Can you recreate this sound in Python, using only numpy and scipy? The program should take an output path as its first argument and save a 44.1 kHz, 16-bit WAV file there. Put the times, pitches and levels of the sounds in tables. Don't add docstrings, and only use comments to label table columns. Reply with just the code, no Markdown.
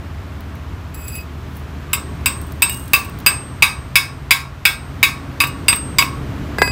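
import sys
import numpy as np
from scipy import signal
from scipy.fft import rfft, irfft, next_fast_len
from scipy.io import wavfile
from scipy.ndimage import map_coordinates

SR = 44100
rng = np.random.default_rng(int(sys.argv[2]) if len(sys.argv) > 2 else 0)


def waveform_to_disk(signal):
    frames = np.transpose(np.atleast_2d(signal))
    scaled = np.clip(frames, -1, 1) * 32767
    samples = np.round(scaled).astype(np.int16)
    wavfile.write(sys.argv[1], SR, samples)


N = 295911
TIME_S = np.arange(N) / SR
AGE_S = TIME_S[:SR]

FAVOURED_HZ, CRASH_T60_S, CRASH_TREBLE_DB = (2819, 2284), (0.05, 0.2), (-11, 7)
SPLINTER_DB, PING_DB = (-51, -9), (-3, -10)
# t/s, strength/dB, firmness (0 glancing, 1 square on), slag crack/dB, low pipe ring/dB,
# rod low/dB, rod high/dB, rod lengthwise/dB
WELD_BLOWS = [(1.932, -9, 0, 3, -28, -21, -15, -29), (2.259, -8, 0.21, 9, -21.5, -19, -18.5, -21),
              (2.621, -5, 0.26, -17, -22.5, -19.5, -10.5, -14.5),
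              (2.934, -4.5, 0.39, 16, -19, -13.5, -15, -27), (3.263, -4, 0.33, 7, -27.5, -4, -11.5, -14.5),
              (3.623, -2.5, 0.76, -3, -31, -11, -29, -23.5), (3.956, -4, 0.85, 0, -25.5, -18, -20, -29.5),
              (4.308, -4.5, 0.91, 4, -21.5, -9.5, -28, -40), (4.653, -4, 0.79, 8, -39, -13.5, -30, -25.5),
              (5.029, -5.5, 0.87, -12, -20, -20, -17.5, -33),
              (5.403, -9.5, 0.72, -19, -16.5, -12.5, -22, -28),
              (5.683, -3.5, 0.089, 6, -24, -2, -12.5, -11), (5.985, -9, 1, -2, -12.5, -1, -13, -28.5)]

def blows():
    work, rod = np.zeros(N), np.zeros(N)
    bank_hz, bank = dense_modes(t60_at_2k_s=0.26, count=190)
    for start_s, strength_db, firmness, crack_db, pipe_db, low_db, high_db, lengthwise_db in WELD_BLOWS:
        t60_s = between(CRASH_T60_S, firmness)
        favoured_hz = between(FAVOURED_HZ, firmness)
        treble_db = between(CRASH_TREBLE_DB, firmness)
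        hardness = from_db(at_hz([(2800, 1.2), (3700, 0.76 * treble_db), (9000, treble_db)], bank_hz))
        crash = (rng.standard_normal(len(bank)) * hardness) @ bank * decay(t60_s)
        crack = burst(SLAG_SPECTRUM, t60_s=0.0022) * from_db(crack_db - 4.5)
        splinters = burst(SLAG_SPECTRUM, t60_s=0.16) * from_db(between(SPLINTER_DB, firmness))
        crumble = burst(CRASH_SPECTRUM, t60_s=0.11) * from_db(-7.5)
        clank = pipe_ring(favoured_hz, t60_scale=t60_s / 0.3) * from_db(-12)
        ping = mode(favoured_hz, t60_s=0.028) * from_db(between(PING_DB, firmness))
        add(work, start_s, crack + (crash + splinters + crumble + clank + ping) * from_db(strength_db))
        add(work, start_s, low_pipe_ring() * from_db(pipe_db))
        bending = held_rod_modes(low_db, high_db, t60_scale=0.66)
        add(rod, start_s, ring(bending, spread_db=3.8) + lengthwise_ring() * from_db(lengthwise_db))
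    return work, rod

# f/Hz, level/dB
CRASH_SPECTRUM = [(300, -33), (600, -22), (800, -19.5), (1050, -7), (1400, -10), (1900, -10.5), (2600, 3.5),
                  (3150, -10.5), (3700, -3.5), (4300, -17), (5000, -9.5), (6000, -19), (9000, -16),
                  (15500, -19.5)]

def dense_modes(t60_at_2k_s, count):
    place = (np.arange(count) + rng.random(count)) / count
    hz = 780 + 14800 * place ** 1.35
    gains = from_db(at_hz(CRASH_SPECTRUM, hz)) * (hz / 2000) ** 0.13
    gains /= np.linalg.norm(gains)
    t60_s = t60_at_2k_s * (hz / 2000) ** -0.15
    return hz, np.array([gain * mode(f, t60) for gain, f, t60 in zip(gains, hz, t60_s)])

# f/Hz, level/dB, base t60/s
PIPE_MODES = [(1594, -8.5, 0.48), (1780, 1.5, 0.068), (2186, 11, 0.026), (2200, 1.5, 0.18),
              (2262, 3, 0.057), (2350, 4, 0.058), (2428, -14.5, 0.057), (2542, 1, 0.23), (2621, -11, 0.36),
              (2658, 1, 0.2), (2694, 2, 0.045), (3777, 4.5, 0.15), (3800, -10.5, 0.41), (4730, -8, 0.15),
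              (4886, -1, 0.19), (5000, -2.5, 0.08)]

def pipe_ring(favoured_hz, t60_scale):
    modes = [(hz, db + 13 * np.exp(-((hz - favoured_hz) / 200) ** 2), t60_s * t60_scale)
             for hz, db, t60_s in PIPE_MODES]
    return ring(modes, spread_db=2)

# f/Hz, level/dB, t60/s
LOW_PIPE_MODES = [(965, -9, .09), (1068, -7, .12), (1119, -1.5, .22), (1160, -6, .12)]

def low_pipe_ring():
    return ring(LOW_PIPE_MODES, spread_db=5.5)

# f/Hz, level/dB, base t60/s
BENDING_MODES = [(2548, -3, .24), (4843, 0, .19), (7704, -1, .15), (11001, -2, .15), (14628, 3, .13),
                 (15220, -9, .1)]

def held_rod_modes(low_db, high_db, t60_scale):
    colour = [(2548, low_db - 7), (4843, low_db),
              (7704, high_db - 1), (11001, high_db - 1), (14628, high_db)]
    return [(hz, db + at_hz(colour, hz), t60_s * t60_scale) for hz, db, t60_s in BENDING_MODES]

# f/Hz, level/dB, t60/s
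LENGTHWISE_MODES = [(8375, 0, .5), (8378, -1, .15)]

def lengthwise_ring():
    return sum(from_db(db) * mode(hz, t60_s) for hz, db, t60_s in LENGTHWISE_MODES)

# t/s, clack/dB, pipe/dB, rod/dB
ROD_TOUCHES = [(0.9446, -41, -57, -36), (1.0813, -26, -50, -26.5), (1.1532, -32, -45, -31),
               (2.6954, -22, -23.5, -23), (3.047, -36, -50, -39), (5.415, -5, -20, -20),
               (5.438, -3, -22, -25), (5.471, -32, -44, -30), (5.7278, 0.5, -34, -35),
               (5.7585, -23, -34, -28), (6.0235, -1, -26, -26)]

def touches():
    out = np.zeros(N)
    for start_s, clack_db, pipe_db, rod_db in ROD_TOUCHES:
        tick = burst(SLAG_SPECTRUM, t60_s=0.068) * from_db(0.27 * clack_db - 21.5)
        clack = filtered(burst(CRASH_SPECTRUM, t60_s=0.067), 2300, "low") * from_db(clack_db - 7)
        modes = held_rod_modes(low_db=0.75 * clack_db - 2.5, high_db=-0.76, t60_scale=0.5)
        bending = ring(modes, spread_db=2.5) * from_db(rod_db)
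        clank = pipe_ring(favoured_hz=3500, t60_scale=1.133) * from_db(-14.5)
        free_ping = mode(2840, t60_s=0.36) * from_db(-11 - 0.41 * clack_db)
        add(out, start_s, tick + clack + bending + (clank + free_ping) * from_db(pipe_db))
    return out

# f/Hz, level/dB, t60/s
BRICK_MODES = [(385, 0, 0.025), (515, 3, 0.014), (670, 3.5, 0.015), (840, 3, 0.011), (992, -14.5, 0.16),
               (1110, -0.5, 0.01), (1638, 0.5, 0.057), (2017, -7, .11), (2160, -16, 0.084),
               (4500, -26, 0.25)]
# t/s, knock/dB, ring/dB
LANDINGS = [(6.584, -14, -19), (6.618, -1, -11), (6.676, -17, -24)]

def dropped_rod():
    out = np.zeros(N)
    soft_contact = [(2500, 2), (4850, -0.5), (7700, -9), (15000, -10)]
    free_modes = [(hz, db + at_hz(soft_contact, hz), t60_s * 2.9) for hz, db, t60_s in BENDING_MODES]
    for start_s, knock_db, ring_db in LANDINGS:
        bricks = ring(BRICK_MODES, spread_db=1)
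        rod = ring(free_modes, spread_db=1) + lengthwise_ring() * from_db(-18)
        knock = filtered(bricks + burst(CRASH_SPECTRUM, t60_s=0.029) * from_db(-7), 8900, "low")
        chatter = from_db(2 * drift(83)[:SR])
        add(out, start_s, knock * from_db(knock_db) + rod * chatter * from_db(ring_db - 9))
    return out

DRAG_START_S, DRAG_END_S, DRAG_RELEASE_DB_PER_S = 0.94, 1.19, 450
DRAG_LOW_DB, DRAG_HIGH_DB = (-49, -25), (-49.5, -37)

def scrape():
    progress = (TIME_S - DRAG_START_S) / (DRAG_END_S - DRAG_START_S)
    low_db, high_db = between(DRAG_LOW_DB, progress), between(DRAG_HIGH_DB, progress)
    catches = (rng.random(N) < 1200 / SR) * rng.standard_normal(N)
    out = unit_rms(filtered(catches, 11000, "high")) * from_db(high_db - 4)
    for hz, db, t60_s in BENDING_MODES:
        ringing = unit_rms(signal.fftconvolve(catches, mode(hz, t60_s * 1.1))[:N])
        level_db = low_db + 0.5 - 9 * np.log2(hz / BENDING_MODES[0][0]) if hz < 6000 else high_db
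        out += ringing * from_db(db + level_db - 4 + 1.8 * drift(29.6))
    release = from_db(-DRAG_RELEASE_DB_PER_S * np.maximum(TIME_S - DRAG_END_S, 0))
    return out * (TIME_S > DRAG_START_S) * release

# f/Hz, level/dB
SLAG_SPECTRUM = [(1500, -32), (4000, -3.5), (8000, -12), (13500, -1), (16000, 1)]
# t/s, level/dB
CHIP_FALLS = [(0.406, -25), (0.5531, -29), (2.324, -24), (2.4149, -19.5), (2.521, -18), (2.745, -15),
              (2.8785, -18), (3.096, -22), (3.1883, -21), (3.2017, -22)]
# peak t/s, level/dB, 60 dB rise/s, t60/s
DUST_SPILLS = [(1.59, -48, 0.36, 0.11), (2.37, -50, 0.083, 1), (2.72, -34, .05, 0.69)]

def slag():
    chips = np.zeros(N)
    for start_s, db in CHIP_FALLS:
        add(chips, start_s, burst(SLAG_SPECTRUM, t60_s=0.022) * from_db(db - 8.5))
    flow = sum(from_db(db - 60 * np.maximum((peak_s - TIME_S) / rise_s, (TIME_S - peak_s) / t60_s))
               for peak_s, db, rise_s, t60_s in DUST_SPILLS)
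    dust = unit_rms(filtered(grains(per_s=1200, spread_db=4), 8000, "high"))
    tinkle = filtered(burst(SLAG_SPECTRUM, t60_s=0.025), 8500, "high")
    crumbs = unit_rms(signal.fftconvolve(grains(per_s=130, spread_db=7), tinkle)[:N])
    return chips + flow * (dust + crumbs)

# f/Hz, t60/s
ROOM_DECAY = [(300, 0.22), (1100, 0.46), (2500, 0.13), (5000, 0.29), (9000, 0.21), (16000, 0.19)]

def reflections(x):
    edges_hz = np.geomspace(200, 18000, 10)
    tail = np.zeros(SR)
    for low_hz, high_hz in zip(edges_hz, edges_hz[1:]):
        band = filtered(rng.standard_normal(SR), (low_hz, high_hz), "band")
        tail += band * decay(at_hz(ROOM_DECAY, np.sqrt(low_hz * high_hz)))
    tail *= 1 - np.exp(-AGE_S / 0.012)
    return signal.fftconvolve(x, tail / np.linalg.norm(tail))[:N]

# t/s, level/dB
SWELL = [(0.0, -33.5), (1.1, -34.5), (2.3, -30.5), (2.84, -33.5), (3.2, -31), (4.58, -37), (5.0, -31.5),
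         (5.16, -31.5), (6.5, -27)]
# f/Hz, level before/dB, level after/dB, mid-change t/s, change length/s, relative pitch waver
MACHINE_HUMS = [(76, -31.5, -37.5, 2.74, 0.43, 0.0047), (92.3, -34.5, -45, 1, .3, 0.019),
                (134.5, -46, -36.5, 3.54, 1.4, .012), (280, -53, -39.5, 5, 0.62, 0.01064)]
# f/Hz, level/dB
RUMBLE_SPECTRUM = [(13, -46), (22, -25), (60, -1), (81, 2.5), (108, -4.5), (140, -3), (166, -9),
                   (222, -11.5), (277, -10.5), (313, -15), (494, -22.5), (600, -25), (780, -35),
                   (1320, -120)]
# f/Hz, level/dB
WASH_SPECTRUM = [(240, -18.5), (400, -0.5), (512, -11), (655, -1), (719, -4.5), (1140, -2), (3070, -13.5),
                 (4880, -20.5), (12300, -32.5), (14400, -24.5), (16000, -53)]

def machines():
    level_db = np.interp(TIME_S, *np.transpose(SWELL))
    swell_db = level_db - level_db.mean()
    hums = np.zeros(N)
    for hz, before_db, after_db, change_s, length_s, waver in MACHINE_HUMS:
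        phase = 2 * np.pi * np.cumsum(hz * (1 + waver * drift(12))) / SR
        hum_db = between((before_db, after_db), 0.5 + (TIME_S - change_s) / length_s)
        hums += np.sqrt(2) * np.sin(phase) * from_db(hum_db + 0.47 * swell_db + 1.27 * drift(14))
    rumble = filtered(noise(RUMBLE_SPECTRUM, N), (70, 86), "bandstop") * from_db(-30)
    deep = signal.sosfiltfilt(signal.butter(2, 100, fs=SR, output="sos"), rumble)
    upper = rumble - deep
    wash = noise(WASH_SPECTRUM, N) * from_db(-39.5 + 0.62 * swell_db)
    return hums + deep * from_db(0.39 * swell_db) + upper * from_db(1.3 * swell_db) + wash

def ring(modes, spread_db):
    chance_db = spread_db * rng.triangular(-2, 0, 2, len(modes))
    return sum(from_db(db + chance_db[k]) * mode(hz, t60_s) * (-1) ** k
               for k, (hz, db, t60_s) in enumerate(modes))

def mode(hz, t60_s):
    return np.sin(2 * np.pi * hz * AGE_S) * decay(t60_s)

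def burst(spectrum, t60_s):
    return noise(spectrum, SR) * decay(t60_s)

def decay(t60_s):
    return from_db(-60 * AGE_S / t60_s)

def grains(per_s, spread_db):
    sizes = from_db(spread_db * np.minimum(rng.exponential(1, N), 4)) * rng.choice([-1, 1], N)
    return (rng.random(N) < per_s / SR) * sizes

def noise(spectrum, size):
    padded = next_fast_len(size)
    gains = from_db(at_hz(spectrum, np.fft.rfftfreq(padded, 1 / SR)))
    return unit_rms(irfft(rfft(rng.standard_normal(padded)) * gains, padded)[:size])

def drift(knots_per_s):
    return map_coordinates(rng.standard_normal(1000), [TIME_S * knots_per_s], order=2, mode="wrap")

def filtered(x, hz, kind):
    return signal.sosfilt(signal.butter(2, hz, kind, fs=SR, output="sos"), x)

def at_hz(points, hz):
    known_hz, values = np.transpose(points)
    return np.interp(np.log(np.maximum(hz, 1)), np.log(known_hz), values)

def between(ends, share):
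    return ends[0] + (ends[1] - ends[0]) * np.clip(share, 0, 1)

def from_db(db):
    return 10 ** (np.asarray(db) / 20)

def unit_rms(x):
    return x / np.sqrt(np.mean(x ** 2) + 1e-20)

def add(track, start_s, sound):
    start = round(start_s * SR)
    track[start:start + len(sound)] += sound[:N - start]

def scene():
    work, rod = blows()
    rod_and_slag = rod + touches() + scrape() + slag() + dropped_rod()
    room = reflections(from_db(-8.5) * work + from_db(-19.5) * rod_and_slag)
    return (work + rod_and_slag + room + machines())[None]

CLIP_LEVEL, CUTOFF_HZ = 1.05, 15700

def record(dry):
    clipped = dry / (1 + (dry / CLIP_LEVEL) ** 12) ** (1 / 12)
    return signal.sosfilt(signal.ellip(10, 0.1, 70, CUTOFF_HZ, fs=SR, output="sos"), clipped)

dry = scene()
out = record(dry)
waveform_to_disk(out)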